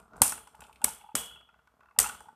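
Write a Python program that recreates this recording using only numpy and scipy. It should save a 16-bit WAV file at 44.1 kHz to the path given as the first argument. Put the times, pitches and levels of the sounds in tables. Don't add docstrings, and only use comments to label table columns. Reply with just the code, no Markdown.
import sys
import numpy as np
from scipy import signal
from scipy.fft import rfft, irfft
from scipy.io import wavfile
from scipy.ndimage import uniform_filter1d

SR = 44100
rng = np.random.default_rng(int(sys.argv[2]) if len(sys.argv) > 2 else 0)


def digitize_waveform(pressure):
    field = np.atleast_2d(pressure).T
    bounded = np.clip(field, -1, 1)
    quanta = np.round(bounded * 32767).astype(np.int16)
    wavfile.write(sys.argv[1], SR, quanta)


N = 103635
T = np.arange(N) / SR

# time in seconds, level in dB.
ROLL_LEVEL = [(0, -55.5), (.08, -66), (0.137, -52.5), (0.219, -49), (0.508, -68), (.62, -59), (.76, -66),
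              (.87, -54.5), (1.123, -76.5), (1.36, -60), (1.451, -72), (1.949, -71), (2.149, -56),
              (2.35, -68.5)]
# frequency in Hz, level in dB per Hz.
ROLL_SPECTRUM = [(30, -11), (45, 4.5), (64, 15), (90, -1), (220, 3.5), (350, -8), (450, 4), (530, -9.5),
                 (620, 2.5), (850, 0), (1420, 2), (1800, -20), (2800, -26), (7000, -33)]
# frequency in Hz, level in dB per Hz.
HISS_SPECTRUM = [(1500, 0.5), (4000, -13.5), (14000, -15)]
HISS_DB = -80.5
TURNS_PER_S, SCRAPE_SHARE = 38, 0.55
TICK_SCATTER_DB = 3

# start in seconds, middle level in dB, treble level in dB.
GRAZES = [(0.0, -61.5, -58.5), (0.166, -74, -54), (0.4732, -60, -52.5), (0.5512, -63, -58.5),
          (0.606, -56, -45.5), (0.6182, -48, -79), (0.6388, -50, -59), (0.667, -56.5, -58.5),
          (0.7283, -54.5, -58.5), (0.759, -50, -64), (0.817, -54.5, -51.5), (2.2056, -70, -52.5),
          (2.2845, -86, -67)]
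# start in seconds, level in dB.
RATTLES = [(0.233, -22), (0.265, -25), (0.279, -23.5), (0.295, -27), (0.321, -28.5), (0.378, -43.5),
           (0.8416, -19), (0.8483, -31), (0.9, -51), (1.158, -29.5), (1.196, -34), (2, -12.5), (2.039, -41),
           (2.094, -58)]
# frequency in Hz, level in dB per Hz.
GRAZE_SPECTRUM = [(1500, -26), (2500, 12), (3300, 7.5), (4500, -8), (7000, -21)]
RATTLE_FALL_S, GRAZE_FALL_S = 0.003, 0.0045
GRAZE_MIDDLE_ROOM_DB, GRAZE_TREBLE_ROOM_DB = -9.5, -3.5

# start in seconds, crack level in dB, burst length in seconds,
# treble centre in Hz (the crack dips here, and the small parts ring most often near it),
# body level in dB, body resonance in Hz, room level in dB, room body level in dB, thump level in dB,
# boom level in dB, high ring level in dB, low ring level in dB.
CLASHES = [(0.2177, -9, .0036, 8850, -22, 850, -22.5, -32.5, -26, -25, -24.5, -54),
           (0.8436, -12, .0014, 8700, -26, 2230, -33, -42, -31, -45, -56, -57),
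           (1.1522, -21, .0038, 8400, -26, 620, -31, -38, -31, -43, -62, -42),
           (1.9878, -10, .0026, 8050, -25, 1910, -25, -33, -36, -35, -54, -56)]
# frequency in Hz before a small random shift, level in dB, time to fade by 60 dB in seconds.
THUMP_MODES = [(220.3, 2, 0.051), (267.6, -1, 0.069), (409.8, -9.5, 0.12), (583.7, -2, .07)]
# frequency in Hz, level in dB, time to fade by 60 dB in seconds.
BOOM_MODES = [(45, -4, .07), (64, -2, .1), (80, 0, .06), (125, -1, .06)]
THUMP_LEAD_S, THUMP_RISE_S = 0.0079, 0.0063
# frequency in Hz, level in dB per Hz.
CRACK_SPECTRUM = [(2500, -18.5), (4000, -19.5), (5700, -12), (7000, -11.5), (8200, 0.5), (9500, -4.5),
                  (11500, -16.5), (13200, -6.5), (14500, -35.5)]
# frequency in Hz, level in dB per Hz.
BODY_SPECTRUM = [(120, -7.5), (250, -10.5), (370, -20), (520, -14.5), (850, 16), (1400, 14), (2100, 8),
                 (3100, -4), (4500, -13.5), (7000, -34)]
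# frequency in Hz, level in dB per Hz.
TAIL_SPECTRUM = [(2500, -38.5), (3200, -34.5), (4500, -11), (6000, -1.5), (7000, -2.5), (8300, 7),
                 (9600, 3.5), (11500, -8.5), (13200, -1), (14500, -8.5)]
# frequency in Hz, level in dB per Hz.
TAIL_BODY_SPECTRUM = [(45, -14), (64, 1), (90, -14), (240, -5), (360, -20.5), (450, -3), (530, -12),
                      (800, -6), (1400, -5), (1900, -13.5), (2900, -9), (4500, -16), (7000, -35)]
CRACK_FALL_S, BODY_FALL_S = 0.0011, 0.005
CRACK_DIP_DB, CRACK_DIP_WIDTH_HZ = -5.5, 180
BODY_RESONANCE_DB, BODY_WIDTH_HZ = 11, 75
ROOM_T60_S, ROOM_BODY_T60_S, ROOM_RISE_S = 0.32, 0.41, 0.0049
CHATTER_PER_S, CHATTER_FALL_S, CHATTER_SHARE = 130, 0.003, 0.35
PARTS_LOW_HZ, PARTS_DB = 5500, -5

# frequency in Hz, level in dB, time to fade by 60 dB in seconds.
HIGH_RING_MODES = [(8188, -14, .2), (8850, -13, .2), (9523, -3, .33), (9615, 0, .33), (11350, -9, .18),
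                   (13020, -8, .19)]
# frequency in Hz, level in dB, time to fade by 60 dB in seconds, turns per second.
LOW_RING_MODES = [(2985, 0, .8, 39), (3332, 0, 1.0, 37.7)]
LATE_FADE_S, LATE_FADE_SHARE = 0.28, 0.85
RING_FLUTTER, FLUTTER_S, SPIN_SWING_RAD = 0.3, 0.004, 2.1

# start in seconds, low mode level in dB, middle modes level in dB, high modes level in dB.
KNOCKS = [(0.32, -40, -33.5, -46), (0.375, -47.5, -43.5, -52), (0.47, -49.5, -48, -72),
          (0.544, -45.5, -54, -64.5), (0.603, -51.5, -51.5, -63), (0.617, -44.5, -47, -73),
          (0.644, -52, -50.5, -74), (0.693, -47.5, -55, -68), (0.815, -38, -46.5, -55),
          (0.876, -32, -42, -45.5), (1.007, -48, -59.5, -54.5), (1.037, -42, -60, -73),
          (1.061, -47, -65, -81), (1.087, -40.5, -55, -65), (1.113, -46, -75, -67),
          (1.306, -65.5, -48.5, -57), (1.357, -54.5, -50, -51), (1.407, -67, -54.5, -61),
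          (1.487, -68, -52, -64), (1.539, -65, -57, -69), (1.589, -66.5, -58.5, -77),
          (1.671, -77, -56, -81), (1.804, -83, -53.5, -68), (1.83, -59, -54.5, -74),
          (1.855, -71, -56, -70.5), (1.883, -66, -55, -67.5), (1.908, -61, -54.5, -67.5),
          (1.961, -45.5, -55, -66), (2.039, -35.5, -29, -39), (2.057, -29.5, -34.5, -37),
          (2.091, -37.5, -33, -42.5), (2.12, -53.5, -45, -60), (2.143, -60, -45, -60.5),
          (2.203, -46, -46, -67.5), (2.256, -47.5, -65, -76), (2.284, -40, -49.5, -76.5)]
# frequency in Hz before a small random shift, level in dB, time to fade by 60 dB in seconds.
BOWL_LOW = [(780, -14.5, 0.0074), (849, -7.5, 0.046), (930, -17, 0.071)]
BOWL_MIDDLE = [(1018, 12.5, 0.016), (1185, 5, 0.047), (1282, 4, 0.079), (1436, 14.5, 0.039),
               (1465, -11, 0.11)]
BOWL_HIGH = [(2220, -8, 0.02), (2672, 1, 0.041)]
CONTACT_S, LOW_SWELL = 0.008, 1.6
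SCUFF_DB, SCUFF_FALL_S, KNOCK_ROOM_DB = -14, 0.008, -12

WIDTH_DB = -14.5
TOP_HZ = 14350


def undb(db):
    return 10 ** (np.asarray(db) / 20)


def noise(points, centre_hz=1000, change_db=0, width_hz=CRACK_DIP_WIDTH_HZ):
    f = np.arange(N // 2 + 1) * SR / N + 1e-3
    p = np.array(points)
    db = np.interp(np.log(f), np.log(p[:, 0]), p[:, 1])
    db += change_db / (1 + ((f - centre_hz) / width_hz) ** 2)
    ends = np.minimum(f / p[0, 0], 1) ** 2 * np.minimum(p[-1, 0] / f, 1) ** 2
    y = irfft(rfft(rng.standard_normal(N)) * undb(db) * ends, N)
    return y / y.std()


def burst(start, fall, hold=0, rise=0.0002):
    u = T - start
    return np.clip(u / rise, 0, 1) * np.exp(-np.maximum(u - hold, 0) / fall)


def ring(modes, start, scatter=0):
    u, out = np.maximum(T - start, 0), np.zeros(N)
    on = (u > 0) & (u < max(m[2] for m in modes) * 2)
    for hz, db, t60 in modes:
        shifted_hz = hz * (1 + scatter * rng.standard_normal())
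        cycles = shifted_hz * u[on] + rng.random()
        out[on] += undb(db) * np.sin(2 * np.pi * cycles) * np.exp(-np.log(1000) * u[on] / t60)
    return out / np.sqrt(sum(undb(m[1]) ** 2 for m in modes) / 2)


def room(x, db):
    tail = rng.standard_normal(N) * burst(0.011, ROOM_T60_S / np.log(1000))
    return x + undb(db) * signal.fftconvolve(x, tail / np.linalg.norm(tail))[:N]


def ticks(rate, jitter, fall, share):
    chance = rng.standard_normal((int(2 * rate * N / SR), 2))
    times = np.append(0, np.cumsum(np.exp(jitter * chance[:, 0]) / rate))
    last = np.searchsorted(times, T, side="right") - 1
    size = undb(TICK_SCATTER_DB * chance[last, 1])
    power = (size * np.exp((times[last] - T) / fall)) ** 2
    return np.sqrt(1 - share + share * power / power.mean())


def wander(seconds):
    k = max(int(seconds * SR), 2)
    y = uniform_filter1d(uniform_filter1d(rng.standard_normal(N), k), k)
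    return y / y.std()


def rolling():
    s, db = np.array(ROLL_LEVEL).T
    level = undb(np.interp(T, s, db))
    scrape = ticks(TURNS_PER_S, 0.12, SCUFF_FALL_S, SCRAPE_SHARE)
    return noise(ROLL_SPECTRUM) * level * scrape + undb(HISS_DB) * noise(HISS_SPECTRUM)


def grazes():
    rattle = noise(TAIL_SPECTRUM) * sum(undb(db) * burst(s, RATTLE_FALL_S) for s, db in RATTLES)
    middle = noise(GRAZE_SPECTRUM) * sum(undb(db) * burst(s, GRAZE_FALL_S) for s, db, _ in GRAZES)
    treble = noise(CRACK_SPECTRUM) * sum(undb(db) * burst(s, GRAZE_FALL_S) for s, _, db in GRAZES)
    return rattle + room(middle, GRAZE_MIDDLE_ROOM_DB) + room(treble, GRAZE_TREBLE_ROOM_DB)


def thumps():
    out = np.zeros(N)
    for s, *_, thump_db, boom_db, _, _ in CLASHES:
        start = s - THUMP_LEAD_S
        swing = undb(thump_db) * ring(THUMP_MODES, start, scatter=0.025)
        swing += undb(boom_db) * ring(BOOM_MODES, start)
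        out += swing * np.clip((T - start) / THUMP_RISE_S, 0, 1)
    return out


def clashes():
    out = np.zeros(N)
    for s, db, length, treble_hz, body_db, body_hz, room_db, room_body_db, *_ in CLASHES:
        crack = noise(CRACK_SPECTRUM, treble_hz, CRACK_DIP_DB) * burst(s, CRACK_FALL_S, length)
        body = noise(BODY_SPECTRUM, body_hz, BODY_RESONANCE_DB, BODY_WIDTH_HZ) * burst(s, BODY_FALL_S)
        out += undb(db) * crack + undb(body_db) * body

        tail = noise(TAIL_SPECTRUM) * burst(s, ROOM_T60_S / np.log(1000), rise=ROOM_RISE_S)
        chatter = ticks(CHATTER_PER_S, 0.78, CHATTER_FALL_S, CHATTER_SHARE)
        out += undb(room_db) * tail * chatter

        parts_hz = rng.triangular(PARTS_LOW_HZ, treble_hz, TOP_HZ, size=18)
        parts = [(f, 0, ROOM_T60_S) for f in parts_hz]
        out += undb(room_db + PARTS_DB) * ring(parts, s)

        tail_body = noise(TAIL_BODY_SPECTRUM, body_hz, BODY_RESONANCE_DB / 2, BODY_WIDTH_HZ)
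        tail_body *= burst(s, ROOM_BODY_T60_S / np.log(1000), rise=ROOM_RISE_S)
        out += undb(room_body_db) * tail_body
    return out


def discs():
    out = np.zeros(N)
    for s, *_, high_db, low_db in CLASHES:
        age = np.maximum(T - s, 1 / SR)
        late_fade = 1 - LATE_FADE_SHARE / (1 + (LATE_FADE_S / age) ** 10)
        out += undb(high_db) * ring(HIGH_RING_MODES, s) * late_fade
        for hz, db, t60, turns in LOW_RING_MODES:
            swing = SPIN_SWING_RAD * np.sin(2 * np.pi * (turns * T + rng.random()))
            tone = np.sin(2 * np.pi * hz * T + swing) * (1 + RING_FLUTTER * wander(FLUTTER_S))
            fading = undb(low_db + db) * tone * burst(s, t60 / np.log(1000)) * late_fade
            out += room(fading, db=-8.5)
    return out


def knocks():
    out = np.zeros(N)
    push = np.hanning(int(CONTACT_S * SR))
    for s, low, middle, high in KNOCKS:
        swell = LOW_SWELL * np.clip((T - s) / CONTACT_S, 0, 1)
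        out += undb(low) * ring(BOWL_LOW, s, scatter=0.012) * swell
        at = slice(int(s * SR), int(s * SR) + SR // 10)
        for modes, db in (BOWL_MIDDLE, middle), (BOWL_HIGH, high):
            clean = ring(modes, s, scatter=0.02)[at]
            rough_push = push * rng.standard_normal(len(push))
            rough = signal.fftconvolve(clean, rough_push)[:len(clean)]
            out[at] += undb(db) * rough * clean.std() / rough.std()
    scuffs = sum(undb(middle + SCUFF_DB) * burst(s, SCUFF_FALL_S, CONTACT_S / 2, CONTACT_S / 2)
                 for s, _, middle, _ in KNOCKS)
    return room(out + scuffs * noise(BODY_SPECTRUM), KNOCK_ROOM_DB)


def scene():
    mid = rolling() + grazes() + thumps() + clashes() + discs() + knocks()
    treble = signal.sosfilt(signal.butter(4, 5500, "high", fs=SR, output="sos"), mid)
    loudness = uniform_filter1d(np.abs(treble), size=44)
    side = undb(WIDTH_DB) * loudness * noise(TAIL_SPECTRUM)
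    return np.array([mid + side, mid - side])


def record(dry):
    no_deep_bass = signal.sosfilt(signal.butter(3, 42, "high", fs=SR, output="sos"), dry)
    heard = np.tanh(no_deep_bass)
    return signal.sosfilt(signal.ellip(10, 0.2, 70, TOP_HZ, fs=SR, output="sos"), heard)


dry = scene()
out = record(dry)
digitize_waveform(out)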